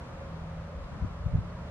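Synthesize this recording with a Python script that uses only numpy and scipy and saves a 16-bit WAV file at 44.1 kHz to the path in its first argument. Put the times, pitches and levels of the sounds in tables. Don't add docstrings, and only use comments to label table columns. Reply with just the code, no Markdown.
import sys
import numpy as np
from scipy import signal
from scipy.fft import rfft, irfft
from scipy.io import wavfile

SR = 44100
rng = np.random.default_rng(int(sys.argv[2]) if len(sys.argv) > 2 else 0)


def log_audio(samples):
    frames = np.atleast_2d(samples).T
    limited = np.clip(frames, -1, 1)
    pcm = np.round(limited * 32767).astype(np.int16)
    wavfile.write(sys.argv[1], SR, pcm)


N = 74970
T = np.arange(N) / SR
FREQS = np.maximum(np.arange(N // 2 + 1) * SR / N, 1)


def undb(db):
    return 10 ** (np.asarray(db) / 20)


def curve(table, column=1):
    rows = np.array(table)
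    return np.interp(T, rows[:, 0], rows[:, column])


def noise(gain):
    x = irfft(gain * np.exp(2j * np.pi * rng.random(len(FREQS))), N)
    return x / x.std()


def band_noise(hz, width_hz):
    return noise(1 / (1 + ((FREQS ** 2 - hz ** 2) / (FREQS * width_hz)) ** 4))


def drift(rate_hz):
    return noise(np.exp(-.5 * (FREQS / rate_hz) ** 2))


def bell(centre_s, length_s):
    return np.exp(-2 * ((T - centre_s) / length_s) ** 2)


def pan(x, pan_db):
    return np.array([x * undb(pan_db / 2), x * undb(-pan_db / 2)])


def wash(spectrum, swell_db, bands=14, flicker_db=.53, flicker_hz=4.4):
    hz, db = np.array(spectrum).T
    colour = undb(np.interp(np.log(FREQS), np.log(hz), db))
    low_rolloff = np.minimum(FREQS / hz[0], 1) ** 2
    bins = rfft(noise(colour * low_rolloff))
    band_index = np.interp(np.log(FREQS), np.log([hz[0], hz[-1]]), [0, bands - 1])
    out = 0
    for k in range(bands):
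        band = irfft(bins * np.maximum(1 - abs(band_index - k), 0), N)
        out = out + band * undb(swell_db + flicker_db * drift(flicker_hz))
    return out


# frequency in Hz, relative density in dB.
MID_SPECTRUM = [(20, -6.5), (42, 2), (70, -1), (100, -3.5), (128, -3), (165, -5.5), (205, -7.5), (260, -13),
                (350, -18.5), (470, -14), (700, -14.5), (810, -18.5), (950, -18.5), (1300, -19.5),
                (1900, -27), (3000, -35.5), (6500, -46.5), (10000, -55.5), (13000, -62.5)]
# frequency in Hz, relative density in dB.
SIDE_SPECTRUM = [(25, -19), (55, -6), (85, -26), (125, -4), (230, -2.5), (330, -3), (550, -4), (1400, -5.5),
                 (2000, -10), (4000, -17), (6800, -24), (9300, -30.5), (13000, -41)]

def rumble_and_air():
    swell_db = .47 * drift(rate_hz=1.35)
    mid = undb(-43) * wash(MID_SPECTRUM, swell_db)
    side = undb(-54.5) * wash(SIDE_SPECTRUM, swell_db)
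    return np.array([mid + side, mid - side]) * pan(np.ones(N), pan_db=-.24)


# centre in seconds, length in seconds, peak in dB, pitch in Hz.
WHISTLE_NOTES = [(1.504, .009, -65.5, 4350), (1.59, 0.045, -50, 967)]

def whistles():
    notes = sum(undb(db) * bell(centre_s, length_s) * np.sin(2 * np.pi * (hz * T + rng.random()))
                for centre_s, length_s, db, hz in WHISTLE_NOTES)
    return pan(notes, pan_db=0)


# time in seconds, level in dB, band centre in Hz.
LEAF_TICKS = [(0.357, -62, 3420), (0.844, -60, 3620)]

def leaves(tick_s=.005):
    def burst(centre_s, length_s, db, hz, width_hz):
        grain = np.array([band_noise(hz, width_hz) for _ in range(2)])
        return undb(db) * bell(centre_s, length_s) * grain

    rustle = burst(centre_s=.059, length_s=.11, db=-79, hz=6500, width_hz=3400)
    return rustle + sum(burst(at_s, tick_s, db, hz, width_hz=2100) for at_s, db, hz in LEAF_TICKS)


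# time in seconds, level in dB, pan in dB.
ROAD_PATH = [(0, -58.5, 10), (.6, -61, 8.5), (.9, -58, 8), (1.15, -55.5, 7), (1.3, -56.5, -2.5),
             (1.7, -57.5, -1)]

def road_roar():
    roar = band_noise(hz=1064, width_hz=500) * undb(curve(ROAD_PATH))
    return pan(roar, curve(ROAD_PATH, column=2))


# time in seconds, noise level in dB, tone level in dB.
TYRE_LEVELS = [(0, -56, -58), (.09, -60, -47.5), (.15, -56, -50.5), (.22, -48.5, -45), (.28, -59, -50),
               (.33, -62, -59), (.5, -57.5, -63), (.72, -52, -51.5), (.8, -53, -62), (.95, -60.5, -58),
               (1.1, -60, -67), (1.28, -55.5, -53.5), (1.55, -56.5, -71), (1.7, -55.5, -44.5)]

def singing_tyres(start_hz=543.2, rise_hz_per_s=25, skirt_hz=52.4):
    phase = 2 * np.pi * np.cumsum(start_hz + rise_hz_per_s * T) / SR
    skirt = drift(skirt_hz) * np.cos(phase) + drift(skirt_hz) * np.sin(phase)
    tone = undb(curve(TYRE_LEVELS, column=2)) * np.sin(phase)
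    return pan(undb(curve(TYRE_LEVELS)) * skirt + tone, pan_db=-1)


# frequency in Hz, rms level in dB.
ENGINE_PARTIALS = [(70, -50), (124, -51.5)]

def engine(waver=.013):
    warped_s = np.cumsum(1 + waver * drift(rate_hz=2.5)) / SR
    return np.sqrt(2) * sum(undb(db) * np.sin(2 * np.pi * (hz * warped_s + rng.random()))
                            for hz, db in ENGINE_PARTIALS)


# centre in seconds, length in seconds, level in dB, upper edge in Hz, pan in dB.
GUST_BURSTS = [(.805, 0.058, -36, 53.7, 0.5), (0.941, 0.05, -43, 171, 7.5), (1.034, 0.05, -29.5, 98, 1),
               (1.119, 0.03, -40.5, 100, 3), (1.21, 0.031, -37, 85, 1.5), (1.265, 0.036, -31.5, 100, 7),
               (1.322, 0.031, -40.5, 119, 21), (1.343, 0.018, -25, 113.6, -4),
               (1.368, 0.042, -26.5, 140, -2.5), (1.414, 0.055, -35.5, 125, 5.5)]

def gusts(low_hz=44, slope=7.9, swirl_db=-13):
    out = 0
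    for centre_s, length_s, db, edge_hz, pan_db in GUST_BURSTS:
        colour = 1 / np.sqrt((1 + (FREQS / edge_hz) ** slope) * (1 + (low_hz / FREQS) ** 4))
        envelope = bell(centre_s, length_s)
        bursts = [envelope * noise(colour) for _ in range(2)]
        push, swirl = (x * np.sqrt(np.sum(envelope ** 2) / np.sum(x ** 2)) for x in bursts)
        out = out + undb(db) * (pan(push, pan_db) + undb(swirl_db) * np.array([swirl, -swirl]))
    return out


# centre in seconds, core half-length in seconds, peak in dB, pan in dB.
EDDY_CORES = [(1.0243, .0028, -23.5, 5.5), (1.048, 0.0016, -27.5, 7.5), (1.2662, .0038, -16.5, 5.5),
              (1.3545, 0.0035, -13, -2), (1.3855, 0.0046, -19.5, 4.5)]

def eddies(port_lag_s=.0008):
    out = 0
    for centre_s, core_s, db, pan_db in EDDY_CORES:
        across = (T - centre_s - port_lag_s * np.array([[.5], [-.5]])) / core_s
        pressure = (2 * across ** 2 - 1) * np.exp(-across ** 2)
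        out = out + undb(db) * pressure * pan(np.ones(N), pan_db)
    return out


# time in seconds, stroke rate in Hz.
STROKE_RATE = [(0, 81.9), (.3, 81.77), (.62, 82.1), (1.0, 83.3), (1.3, 85.8), (1.7, 86.9)]
# time in seconds, fundamental in dB rms, octave in dB rms.
WING_LEVELS = [(0, -49, -49.5), (.24, -46, -57.5), (.33, -47, -43.5), (.6, -48, -41.5), (.68, -49, -49.5),
               (.95, -52, -50.5), (1.12, -48, -51.5), (1.48, -46, -45), (1.7, -56, -50.5)]

def moth(waver=.0058):
    stroke_hz = curve(STROKE_RATE) * (1 + waver * drift(rate_hz=9.74))
    phase = 2 * np.pi * (np.cumsum(stroke_hz) / SR + rng.random())
    fundamental = undb(curve(WING_LEVELS)) * np.sin(phase)
    octave = undb(curve(WING_LEVELS, column=2)) * np.sin(2 * phase)
    return np.sqrt(2) * (fundamental + octave)


def scene(traffic_lag_s=.00005):
    left, right = road_roar() + singing_tyres()
    traffic = np.array([left, np.interp(T - traffic_lag_s, T, right)])
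    return rumble_and_air() + traffic + engine() + moth() + gusts() + eddies() + leaves() + whistles()


def record(dry, low_cut_hz=31, high_cut_hz=13050):
    highpass = signal.butter(2, low_cut_hz, "high", fs=SR, output="sos")
    lowpass = signal.ellip(10, .2, 80, high_cut_hz, fs=SR, output="sos")
    return signal.sosfilt(lowpass, signal.sosfilt(highpass, dry))


dry = scene()
out = record(dry)
log_audio(out)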